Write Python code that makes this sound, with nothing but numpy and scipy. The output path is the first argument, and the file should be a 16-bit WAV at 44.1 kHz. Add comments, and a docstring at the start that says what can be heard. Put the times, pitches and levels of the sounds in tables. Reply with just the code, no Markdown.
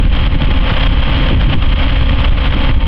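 """A beet harvester works across a field at steady revs: diesel drone, whining drives, rattling sieve chain.
From the start, wind buffets the microphone; each gust pushes a fast limiter down, so the machine's roar
flutters and ducks. The chain clatters hardest under load near 0.8 s. Small eddies knock on the
microphone at about 1.3, 2.1 and 2.6 s, and a drive shaft's whine swells towards the end."""
import sys
import numpy as np
from scipy import signal
from scipy.fft import rfft, irfft, next_fast_len
from scipy.io import wavfile
from scipy.ndimage import uniform_filter1d, minimum_filter1d, map_coordinates

SR = 44100
rng = np.random.default_rng(int(sys.argv[2]) if len(sys.argv) > 2 else 0)


def digitize_waveform(pressure):
    """Quantize a signal to 16-bit integers and store it at the path in sys.argv[1].

    Rows of a 2-D input are taken as channels; values are limited to [-1, 1].
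    """
    field = np.atleast_2d(pressure).T
    bounded = np.clip(field, -1, 1)
    quanta = np.round(bounded * 32767).astype(np.int16)
    wavfile.write(sys.argv[1], SR, quanta)


N = 126567
T = np.arange(N) / SR

# tone colour of the chain's struck steel: frequency_hz, relative_db
STEEL_SPECTRUM = [(300, -15), (600, 3.5), (1300, 3.5), (2200, 1), (2800, 4.5), (3200, 7), (3550, -1.5),
                  (4200, -12.5), (5100, -17), (5900, -30)]


def amp(db):
    """Decibels to gain."""
    return 10 ** (np.asarray(db) / 20)


def unit(x):
    """Scale to rms 1."""
    return x / np.sqrt(np.mean(x ** 2) + 1e-20)


def curve(rows):
    """One value per sample from (time_s, value) points."""
    return np.interp(T, *np.transpose(rows))


def wobble(rate):
    """A smooth random curve, rate knots a second."""
    return map_coordinates(rng.standard_normal(1024), [T * rate + 2], mode="wrap")


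def filtered(x, response):
    """Filter x with a gain given as a function of frequency."""
    size = next_fast_len(N + 8192)
    return irfft(rfft(x, size) * response(np.fft.rfftfreq(size, 1 / SR)), size)[:N]


def coloured(x, spectrum):
    """x through (frequency_hz, relative_db) points, rolled off above the last, at rms 1."""
    points_hz, db = np.transpose(spectrum)
    shape = lambda hz: amp(np.interp(np.log(hz + 1), np.log(points_hz + 1), db))
    return unit(filtered(x, lambda hz: shape(hz) / (1 + (hz / points_hz[-1]) ** 20)))


def noise(spectrum):
    """Noise of the given spectrum, at rms 1."""
    return coloured(rng.standard_normal(N), spectrum)


def tone(hz, flicker_db):
    """A sine of about rms 1 that follows hz and flickers in the moving air."""
    cycles = np.cumsum(hz) / SR + rng.random()
    return np.sqrt(2) * np.sin(2 * np.pi * cycles) * amp(flicker_db * wobble(6.98))


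def wind():
    """Eddies rumble and flutter on the microphone, as strong as the breeze plus the gusts."""
    # deep rumble and the flutter above it: frequency_hz, relative_db
    rumble_spectrum = [(4, -17), (12, 2), (38, 3), (60, -0.5), (85, -9), (115, -19), (200, -34),
                       (400, -52.5)]
    flutter_spectrum = [(60, -7.5), (110, 3), (150, -1), (200, -6.5), (290, -8.5), (420, -20.5),
                        (900, -42.5)]
    # flutter against the rumble: time_s, level_db
    flutter_level = [(0, -13), (.3, -11.5), (.68, -10.5), (.82, -15), (1.05, -15), (1.28, -8), (1.55, -9.5),
                     (1.8, -14), (2.35, -16), (2.55, -11), (2.75, -15.5), (2.87, -12)]
    # wind between gusts: time_s, level_db
    breeze = [(0, -2.5), (.2, -4), (.55, -10), (.7, -10.5), (.83, -7), (.95, -2.5), (1.17, -10.5),
              (1.3, -4), (1.55, -9.5), (1.8, -7.5), (2.0, -3.5), (2.25, -7), (2.45, -7.5), (2.65, -8),
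              (2.87, -2)]
    # gusts and brief lulls: centre_s, half_length_s, over_breeze_db
    gusts = [(.01, .015, 7.5), (0.076, 0.042, 9), (0.159, 0.029, -2.5), (0.406, 0.012, -7.5),
             (0.283, 0.0094, 11), (0.363, 0.015, 11), (.49, 0.078, 8), (0.606, 0.024, 10.5),
             (0.724, 0.0061, 16.5), (0.888, 0.013, 8), (1.29, 0.018, -6.5), (1.365, 0.018, 9),
             (1.388, 0.0066, 2.5), (1.469, 0.043, 9.5), (1.525, 0.013, -13.5), (1.572, .03, 17.5),
             (1.673, 0.038, 11), (1.723, 0.014, -4), (1.743, 0.0088, 14), (1.779, 0.031, -3.5),
             (2.035, 0.01, 9), (2.153, 0.031, 2.5), (2.318, 0.048, 12.5), (2.448, 0.018, -9.5),
             (2.488, 0.018, 8), (2.718, 0.032, 7.5), (2.772, 0.018, 14), (2.828, .012, -7),
             (2.84, 0.01, 11.5)]
    gust_db = sum(db * np.exp(-((T - centre) / half) ** 2) for centre, half, db in gusts)
    eddies = noise(rumble_spectrum) + amp(curve(flutter_level)) * noise(flutter_spectrum)
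    power = np.abs(uniform_filter1d(uniform_filter1d(eddies ** 2, size=1300), size=900))
    even_eddies = eddies / np.sqrt(power + 0.015)  # levelled, so breeze and gusts shape the swells
    return amp(curve(breeze) + gust_db) * even_eddies


def wind_thumps(half_length_s=0.016):
    """Small eddies hit the microphone: short, dull knocks that reach higher than the rumble."""
    # eddy knocks: centre_s, level_db, upper_edge_hz
    knocks = [(1.33, -10.5, 330), (2.117, -13, 167.6), (2.557, -9, 254)]
    thumps = np.zeros(N)
    for centre_s, level_db, edge_hz in knocks:
        envelope = amp(level_db) * np.exp(-((T - centre_s) / half_length_s) ** 2)
        thumps += envelope * noise([(80, -14), (130, 0), (edge_hz, -3), (2 * edge_hz, -26)])
    return thumps


def rattles(hits_per_s=120, scatter_db=0.5, t60_s=0.0098, level_db=-26):
    """Stones and loose parts tick against the steel at random."""
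    hits = (rng.random(N) < hits_per_s / SR) * amp(scatter_db * rng.standard_normal(N))
    envelope = signal.lfilter([1], [1, -amp(-60 / (t60_s * SR))], hits)
    return amp(level_db) * coloured(envelope * rng.standard_normal(N), STEEL_SPECTRUM)


def drives(speed, drift=0.002786):
    """Pumps, gears, rotors and a shaft whine along with the engine, each drifting under its own load."""
    # pumps, gears and rotors at normal revs: pitch_hz, level_db
    whines = [(270, -27), (468, -39), (518, -31), (540.5, -37), (603, -40.5), (811, -41.5), (1063, -35.5),
              (3232, -35)]
    # drive shaft whine, growing as the machine works on: time_s, level_db
    shaft_level = [(0, -39), (.8, -34.5), (1.6, -37.5), (2.2, -38), (2.55, -32.5), (2.87, -26)]
    shaft_hz = 906
    whine = lambda hz: tone(hz * speed * (1 + drift * wobble(9)), flicker_db=1.5)
    return sum(amp(db) * whine(hz) for hz, db in whines) + amp(curve(shaft_level)) * whine(shaft_hz)


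def sieve_chain(speed):
    """Steel clatter swells as each slat passes over the rollers, louder under load, and rings the rods."""
    # load on the chain: time_s, boost_db
    load = [(0, 0), (.4, -2), (.68, -1), (.82, 3), (1.2, -1.5), (1.5, 0.5), (1.85, -0.5), (2.25, 0),
            (2.45, 0), (2.7, -2.5), (2.87, -2)]
    slat_hz, swing_db, scatter_db, base_db = 30.86, 3.5, 1.2, -22.5
    ring_hz, ring_width_hz, ring_vs_clatter_db = 3241, 83, -12
    slats_passed = np.cumsum(slat_hz * speed * (1 + 0.032 * wobble(6.6))) / SR
    swell = amp(swing_db * np.cos(2 * np.pi * slats_passed) + scatter_db * wobble(60))
    clatter = unit(swell * noise(STEEL_SPECTRUM))
    rod_resonance = lambda hz: 1j * hz * ring_width_hz / (ring_hz ** 2 - hz ** 2 + 1j * hz * ring_width_hz)
    ring = unit(filtered(swell * noise(STEEL_SPECTRUM), rod_resonance))
    return amp(base_db + curve(load)) * (clatter + amp(ring_vs_clatter_db) * ring)


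def engine(firing_hz, roar_db=-21.5):
    """The diesel's exhaust drones on harmonics of the firing rate; its roar swells a little each firing."""
    # exhaust harmonics: firing_multiple, level_db
    harmonics = [(1, -15), (2, -25.5), (3, -38), (4, -34.5), (7, -43), (8, -34.5), (12, -37), (16, -37.5),
                 (17, -37), (34, -45.5)]
    # broad machine roar: frequency_hz, relative_db
    roar_spectrum = [(60, 7), (250, 12), (400, -11), (600, 0), (1000, -5), (1600, -3), (2200, 2),
                     (2800, -2.5), (3150, 0.5), (3550, -17), (4000, -9.5), (4300, -16), (5100, -38.5),
                     (5900, -68.5)]
    drone = sum(amp(db) * tone(multiple * firing_hz, flicker_db=2.5) for multiple, db in harmonics)
    throb = 1 + 0.037 * np.cos(2 * np.pi * np.cumsum(firing_hz) / SR)
    return drone + amp(roar_db) * unit(throb * noise(roar_spectrum))


def scene():
    """The harvester at steady revs, and the wind on the microphone, in mono."""
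    # engine firing rate: time_s, rate_hz
    firing_rate = [(0, 70.7), (.3, 71.27), (1.3, 71.52), (1.8, 71.17), (2.5, 70.65), (2.87, 71.12)]
    firing_hz = curve(firing_rate) * (1 + 0.002 * wobble(10))
    speed = firing_hz / firing_hz.mean()
    harvester = engine(firing_hz) + drives(speed) + sieve_chain(speed) + rattles()
    return (harvester + wind() + wind_thumps())[None]


def record(dry):
    """A fast limiter ducks everything under each wind peak; the sharpest tips slip past it and clip."""
    threshold_db, attack_s, release_db_per_s, lowpass_hz = -4, 0.0022, 260, 15800
    over_db = 20 * np.log10(np.maximum(np.abs(dry[0]) / amp(threshold_db), 1))
    release_ramp_db = release_db_per_s * T
    duck_db = np.maximum.accumulate(over_db + release_ramp_db) - release_ramp_db
    attack_samples = int(attack_s * SR)
    gain_db = uniform_filter1d(minimum_filter1d(-duck_db, attack_samples * 2 // 3), attack_samples)
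    ceiling = 0.995 * amp(threshold_db)
    limited = np.clip(dry[0] * amp(gain_db), -ceiling, ceiling)
    return filtered(limited, lambda hz: hz < lowpass_hz)[None]


dry = scene()
out = record(dry)
digitize_waveform(out)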